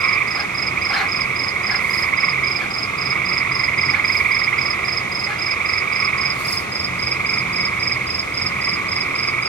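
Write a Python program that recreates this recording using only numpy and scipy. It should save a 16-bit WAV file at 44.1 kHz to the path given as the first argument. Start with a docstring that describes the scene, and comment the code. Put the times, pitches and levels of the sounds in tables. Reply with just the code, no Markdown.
"""A garden at night, beside a telescope. From the start a distant town hums, tree frogs trill from a
pond with their vocal folds, and a field cricket chirps close by, scraping its wings on a steady beat.
During the first six seconds the mount's geared motor whirrs in six short nudges, and a sleeve twice
brushes the phone. Just after six seconds the phone is turned a little, with a third swish of cloth;
the cricket, now slightly louder, and the frogs call on to the end as far traffic swells."""
import sys
import numpy as np
from scipy import signal
from scipy.fft import rfft, irfft
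from scipy.io import wavfile
from scipy.ndimage import uniform_filter1d

SR = 44100
rng = np.random.default_rng(int(sys.argv[2]) if len(sys.argv) > 2 else 0)


def file_out(sig):
    """Save sig as 16-bit WAV at sys.argv[1]."""
    # one column per channel
    cols = np.atleast_2d(sig).T
    # limit, then scale
    lim = np.clip(cols, -1, 1)
    pcm = np.round(lim * 32767).astype(np.int16)
    wavfile.write(sys.argv[1], SR, pcm)


N = 418068
T = np.arange(N) / SR

# A frog's voice. Each row: harmonic number, relative level in dB, left minus right in dB before the
# phone is turned, phase lead on the left in radians.
FROG_HARMONICS = [(1, -7, -3, 1.28), (2, 0, -8, 0.78), (3, -32.5, -21.5, .5)]


def undb(db):
    """Decibels to amplitude ratio."""
    return 10 ** (np.asarray(db) / 20)


def unit(x):
    """Normalisation to an rms of 1."""
    return x / np.sqrt(np.mean(np.abs(x) ** 2))


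def colour(x, points):
    """Linear filtering by a curve of (Hz, dB) points."""
    hz, db = np.transpose(points)
    f = np.maximum(np.arange(N // 2 + 1) * SR / N, 1)
    return irfft(rfft(x) * undb(np.interp(np.log(f), np.log(hz), db)), N)


def noise(points):
    """Gaussian noise with a spectral density given by (Hz, dB per Hz) points."""
    return colour(rng.standard_normal(N), points) * np.sqrt(SR / 2)


def walk(rate_hz):
    """Smoothed random steps: a wander of rms 1."""
    k = int(SR / rate_hz)
    steps = np.repeat(rng.standard_normal(N // k + 2), k)
    smooth = uniform_filter1d(uniform_filter1d(steps, k), k)
    return unit(smooth[k // 2:k // 2 + N])


def add(track, start_s, sound):
    """Superposition of a sound on a track."""
    i = int(start_s * SR)
    a, b = max(i, 0), min(i + len(sound), N)
    if b > a:
        track[a:b] += sound[a - i:b - i]


def turned(middle_s=6.25, length_s=.64):
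    """Rotation of the phone: 0 before, 1 after."""
    return np.clip((T - middle_s) / length_s + .5, 0, 1)


def outdoors(x, direct_db, shared_db, apart_db, t60):
    """Scattering adds decaying tails: one shared by both microphones, and one for each alone."""
    t = np.arange(int(t60 * SR)) / SR
    tails = rng.standard_normal((3, len(t))) * np.exp(-np.log(1000) * t / t60)
    tails /= np.linalg.norm(tails, axis=1, keepdims=True)
    paths = undb(shared_db) * tails[2] + undb(apart_db) * tails[:2]
    return undb(direct_db) * x + signal.fftconvolve(x, paths, axes=1)[:, :N]


def microphone_hiss():
    """Broadband self-noise of the left microphone."""
    # Each row: frequency in Hz, density in dB per Hz.
    density = [(60, -104), (500, -73), (3000, -71.5), (6000, -76.5), (10000, -83.5), (13000, -90.5),
               (15500, -97.5)]
    return np.array([noise(density), np.zeros(N)])


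def town(right_lag_s=.00019):
    """Broadband rumble and narrowband hum; a path difference brings them to the left side first."""
    # Town and night air. Each row: frequency in Hz, base density in dB per Hz.
    rumble = [(20, -77), (42, -71), (65, -61), (90, -58), (130, -59.5), (220, -63.5), (380, -62),
              (600, -67), (900, -66.5), (1600, -67), (3300, -78.5), (6000, -90.5), (10000, -95),
              (15000, -100)]
    # Far machinery. Each row: frequency in Hz, level in dB.
    hum_tones = [(65, -62.5), (90, -48), (125, -45), (135, -46.5), (177, -46), (200, -49.5), (355, -52),
                 (802, -62)]
    # Distant traffic. Each row: time in seconds, swell in dB before the low-pass filter weakens it.
    traffic = [(0, 0), (2, -1), (3.2, 1.5), (4, 1.5), (5.5, -3.5), (6.5, 1.5), (7.6, 4.5), (8.5, 4.5),
               (9.48, 0)]
    side = colour(noise(rumble), [(60, -19), (150, -7.5), (350, -4.5), (800, -1), (3000, -17)])
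    mid = noise(rumble) * undb(.4 * walk(3))
    for hz, db in hum_tones:
        phase = 2 * np.pi * hz * T
        mid += undb(db) * (walk(7) * np.cos(phase) + walk(7) * np.sin(phase))
    lows = colour(mid, [(300, -8.5), (700, -63)])
    mid += lows * (undb(np.interp(T, *np.transpose(traffic))) - 1)
    delayed = np.interp(T - right_lag_s, T, mid)
    return np.array([mid + side, undb(-1.03) * (delayed - side)])


def sleeve():
    """Sliding friction of cloth on the phone makes soft swishes of noise."""
    # Each row: middle in seconds, half length in seconds, level in dB.
    brushes = [(1.946, 0.15, -39.5), (4.203, 0.16, -44.5), (6.495, 0.14, -36)]
    # Each row: frequency in Hz, relative level in dB.
    cloth_spectrum = [(2500, -25), (4500, 13), (5400, 0), (6150, 5.5), (7200, -2), (8100, 5), (9100, -2),
                      (10200, 8), (11200, -2), (12300, 2), (14000, -5), (15300, -5)]
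    envelope = sum(undb(db) * np.exp(-np.abs((T - s) / half) ** 3) for s, half, db in brushes)
    envelope *= undb(1.3 * walk(40))  # the weave catches and slips
    return envelope * np.array([undb(db) * unit(noise(cloth_spectrum)) for db in (1, -1)])


def mount_motor(rattle_db=-1, whine_db=.5, top_shake_hz=200):
    """Forced vibration: gear tones glide with motor speed through the rattling housing's resonances."""
    # Each row: middle in seconds, length in seconds, peak share of full speed, relative level in dB.
    nudges = [(0.397, .16, .8, -29.5), (0.978, .22, 1, -21), (1.73, 0.1283, 0.83, -27.5),
              (2.628, 0.1303, 0.826, -30), (3.96, 0.131, 0.8525, -30), (5.319, 0.1303, 0.84, -30.5)]
    # Meshing teeth. Each row: frequency at full speed in Hz, relative level in dB.
    gear_tones = [(2090, 1), (4180, 2.5), (5400, -4)]
    # The housing's response. Each row: frequency in Hz, gain in dB.
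    housing = [(400, -22), (720, -1.5), (802, 7.5), (870, -11), (1080, -6), (1350, -3.5), (1700, 1),
               (2100, -9), (2900, -14), (3700, -16.5), (4250, -10), (5000, -17), (6200, -27), (12000, -39)]
    speed, envelope = np.zeros((2, N))
    for s, length, top, db in nudges:
        hump = np.clip(1 - (2 * (T - s) / length) ** 2, 0, 1) ** 2
        speed += top * hump
        envelope += undb(db) * hump
    travel = np.cumsum(speed * (1 + .0193 * walk(300))) / SR  # in seconds at full speed
    whine = sum(undb(db) * np.sin(2 * np.pi * hz * travel) for hz, db in gear_tones)
    shake = 1 + .3 * np.sin(2 * np.pi * top_shake_hz * travel)
    rattle = unit(colour(rng.standard_normal(N) * shake, housing))
    motor = envelope * (undb(whine_db) * colour(whine, housing) + undb(rattle_db) * rattle)
    return outdoors(np.array([motor, motor]), direct_db=-1.5, shared_db=-11.5, apart_db=-3.5, t60=.13)


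def add_trill(harmonics, first_s, last_s, notes, hz, db, note_s, sweep, rough):
    """Vocal folds vibrate in a train of rising harmonic notes that swells, and slows as the frog tires."""
    slowing, swell_db, uneven_db, jitter_s = .045, 4, .25, .0008
    u = np.linspace(0, 1, int(note_s * SR))
    shape = np.sin(np.pi * u ** 1.395) ** 2
    for place, chance in zip(np.linspace(0, 1, notes), rng.standard_normal((notes, 25))):
        progress = place - slowing * place * (1 - place)
        s = first_s + (last_s - first_s) * progress + jitter_s * chance[2]
        fundamental_hz = hz / 2 * (1 + sweep * (u - .6) + .012 * chance[0])
        cycle = np.exp(2j * np.pi * np.cumsum(fundamental_hz) / SR)
        gain = undb(db - swell_db * np.exp(-place * notes / 3) + uneven_db * chance[1])
        flutter = np.interp(u, np.linspace(0, 1, len(chance[3:])), chance[3:])
        note = gain * shape * (1 + rough * flutter)
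        for track in harmonics:
            note = note * cycle  # one harmonic higher
            add(track, s - .6 * note_s, note)


def frog_stereo(harmonics, fundamental_db):
    """Each harmonic has its own level and phase difference between the two microphones."""
    stereo, turn = np.zeros((2, N)), turned()
    for k, (_, db, side_db, lead) in enumerate(FROG_HARMONICS):
        voice = harmonics[k] * undb(db + (fundamental_db if k == 0 else 0))
        side = undb((side_db + 2 * turn) / 2)
        stereo += [(voice * np.exp(1j * lead)).real * side, voice.real / side]
    return stereo


def far_frogs(count=30, centre_hz=2330, spread_hz=118, trim_db=.17):
    """Incoherent summation: frogs trill and rest, each at its own pitch and rate, blurred by trees."""
    # The whole pond swells and ebbs. Each row: time in seconds, level in dB before the trim.
    chorus = [(0, -19), (.42, -26), (1.16, -24), (1.6, -26), (2.29, -22), (2.75, -28), (3.2, -22.5),
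              (4.2, -25), (4.65, -24), (5.2, -27), (5.76, -24), (6.23, -23), (6.7, -29), (7.26, -26),
              (7.6, -25), (8.2, -29), (8.6, -25), (9.48, -24.5)]
    harmonics = np.zeros((len(FROG_HARMONICS), N), complex)
    for rank, (speed, loudness, start) in zip(np.linspace(-1, 1, count), rng.random((count, 3))):
        hz = centre_hz + spread_hz * rank * (1 + rank ** 2)  # small frogs call higher
        db = -6 * loudness - 3 * abs(rank)
        notes_per_s, s = 18 + 7 * speed, -2 * start
        for length, rest in rng.random((12, 2)):
            span = .6 + .5 * length
            if s < T[-1]:
                notes = int(span * notes_per_s)
                add_trill(harmonics, s, s + span, notes, hz, db, note_s=.02, sweep=.4187, rough=.35)
            s += span + .4 + .8 * rest
    # Comb filtering by the ground reflection. Each row: frequency in Hz, gain in dB.
    ground = [(850, -2.5), (1120, -.5), (1280, .5), (1460, 8), (1650, -1), (1850, 4), (2250, 2.5),
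              (2450, -1), (2800, -5), (3500, 3.5)]
    voices = colour(frog_stereo(harmonics, fundamental_db=1.5), ground)
    pond = outdoors(voices, direct_db=1.5, shared_db=-4, apart_db=-6.5, t60=.5)
    running_rms = np.sqrt(uniform_filter1d(pond.mean(0) ** 2, SR // 3) + 1e-12)
    return pond / running_rms * undb(np.interp(T, *np.transpose(chorus)) + trim_db)


def near_frogs():
    """The nearest frogs take turns; direct sound outweighs scatter, so their notes stay distinct."""
    # Each row: first and last note in seconds, note count, second harmonic in Hz, relative level in dB.
    trills = [(0.009, 0.222, 6, 2298, -14), (0.636, 1.066, 10, 2210, -19), (1.159, 1.36, 5, 2222, -18.5),
              (1.518, 2.436, 20, 2126, -15), (2.47, 2.607, 4, 2263, -19), (3.074, 3.501, 11, 2264, -20),
              (3.639, 4.589, 19, 2185, -12), (4.083, 4.334, 7, 2281, -15.5), (4.689, 4.887, 5, 2215, -18),
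              (5.41, 5.742, 9, 2272, -17), (5.779, 6.134, 8, 2276, -14.5), (6.958, 7.514, 14, 2270, -18),
              (7.599, 8.017, 10, 2192, -16.5), (7.855, 8.14, 7, 2570, -31), (8.449, 8.771, 8, 2275, -21),
              (9.063, 9.398, 8, 2210, -17.5)]
    harmonics = np.zeros((len(FROG_HARMONICS), N), complex)
    for trill in trills:
        add_trill(harmonics, *trill, note_s=.031, sweep=.3513, rough=.34)
    voices = frog_stereo(harmonics, fundamental_db=-7.5)
    return outdoors(voices, direct_db=-1.13, shared_db=-18, apart_db=-11, t60=.25)


def chirp_beats(first_s=.046, period_s=.2692):
    """The cricket's nearly periodic rhythm: time and relative level of each chirp."""
    # Drift of beat and effort. Each row: time in seconds, lateness in seconds, relative level in dB.
    drift = [(0, -.001, -2), (1.12, .001, .5), (1.67, .011, 0.5), (2.74, 0.0065, 0), (3.29, .017, 1.1),
             (3.82, 0.0022, 1), (4.899, -0.0046, 1), (5.96, -0.0051, .3), (6.21, -.021, 1),
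             (7.1, -0.014, -0.7), (7.8, -.017, 0.3), (8.9, -0.0067, -0.5)]
    beats = np.arange(first_s, T[-1], period_s)
    s, late, db = np.transpose(drift)
    return zip(beats + np.interp(beats, s, late), np.interp(beats, s, db))


def cricket(gain_db=-19, side_db=-7, jitter_hz=10, rasp=.032):
    """Stridulation: four strokes a chirp ring the wing's harp; echoes beat against each falling tone."""
    # One stroke, the file slowing as the wings close. Each row: age in seconds, pitch in Hz,
    # relative level in dB.
    stroke_contour = [(0, 5040, -22), (.003, 5118, -10.5), (.007, 5105, -5.5), (.011, 5050, -1),
                      (.015, 4981, -3.5), (0.02, 4714, -12), (.023, 4520, -16.5), (0.027, 4330, -33)]
    # Strokes of a chirp. Each row: offset in seconds, relative level in dB, pitch shift in Hz,
    # share of the full length, share of the pitch fall.
    strokes = [(-.033, -4.5, -110, 0.72, 0.32), (0, 0.1, 10, 1, 1), (.043, 1, 7, 0.99, 0.9),
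               (0.089, 2, 3.5, 0.89, 0.95)]
    # Reflections from ground and walls. Each row: delay in seconds, left gain in dB, right gain in dB.
    echoes = [(.0052, -14.5, -1.5), (.0192, -26, -11.5), (.029, -28, -15.5)]
    wing = np.zeros(N, complex)
    age, pitch, contour_db = np.transpose(stroke_contour)
    top_hz = pitch.max()
    for s, chirp_db in chirp_beats():
        for offset, stroke_db, shift_hz, length, fall in strokes:
            detune, effort = rng.standard_normal(2)
            t = np.arange(int(age[-1] * length * SR)) / SR / length
            droop_hz = top_hz - np.interp(t, age, pitch)
            hz = top_hz - fall * droop_hz + shift_hz + jitter_hz * detune
            envelope = undb(np.interp(t, age, contour_db) + chirp_db + stroke_db + .5 * effort)
            add(wing, s + offset - .0118 * length, envelope * np.exp(2j * np.pi * np.cumsum(hz) / SR))
    wing *= undb(gain_db) * (1 + rasp * walk(970))
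    stereo = np.array([wing, wing])
    for delay, left_db, right_db in echoes:
        # in phase at the top pitch, slipping out of phase as the pitch falls
        in_phase = np.exp(2j * np.pi * top_hz * int(delay * SR) / SR)
        add(stereo[0], delay, undb(left_db) * in_phase * wing)
        add(stereo[1], delay, undb(right_db) * in_phase * wing)
    # turning faces the phone towards the cricket and shifts the phase between the microphones
    turn = turned()
    stereo[0] *= np.exp(1j * (.5 + 2 * turn)) * undb(side_db + 2.2 * turn)
    stereo *= undb(1.7 * turn)
    return outdoors(stereo.real, direct_db=3, shared_db=-14.5, apart_db=-12, t60=.19)


def scene():
    """Superposition of all sources at the two microphones."""
    return near_frogs() + far_frogs() + cricket() + mount_motor() + sleeve() + town() + microphone_hiss()


def record(dry):
    """Band limiting: the phone cuts the highest treble; both ends fade briefly."""
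    cutoff_hz, fade_s = 15700, .003
    fade = np.clip(np.minimum(T, T[-1] - T) / fade_s, 0, 1)
    low_pass = signal.ellip(10, .2, 80, cutoff_hz, fs=SR, output="sos")
    return signal.sosfilt(low_pass, dry * fade)


dry = scene()
out = record(dry)
file_out(out)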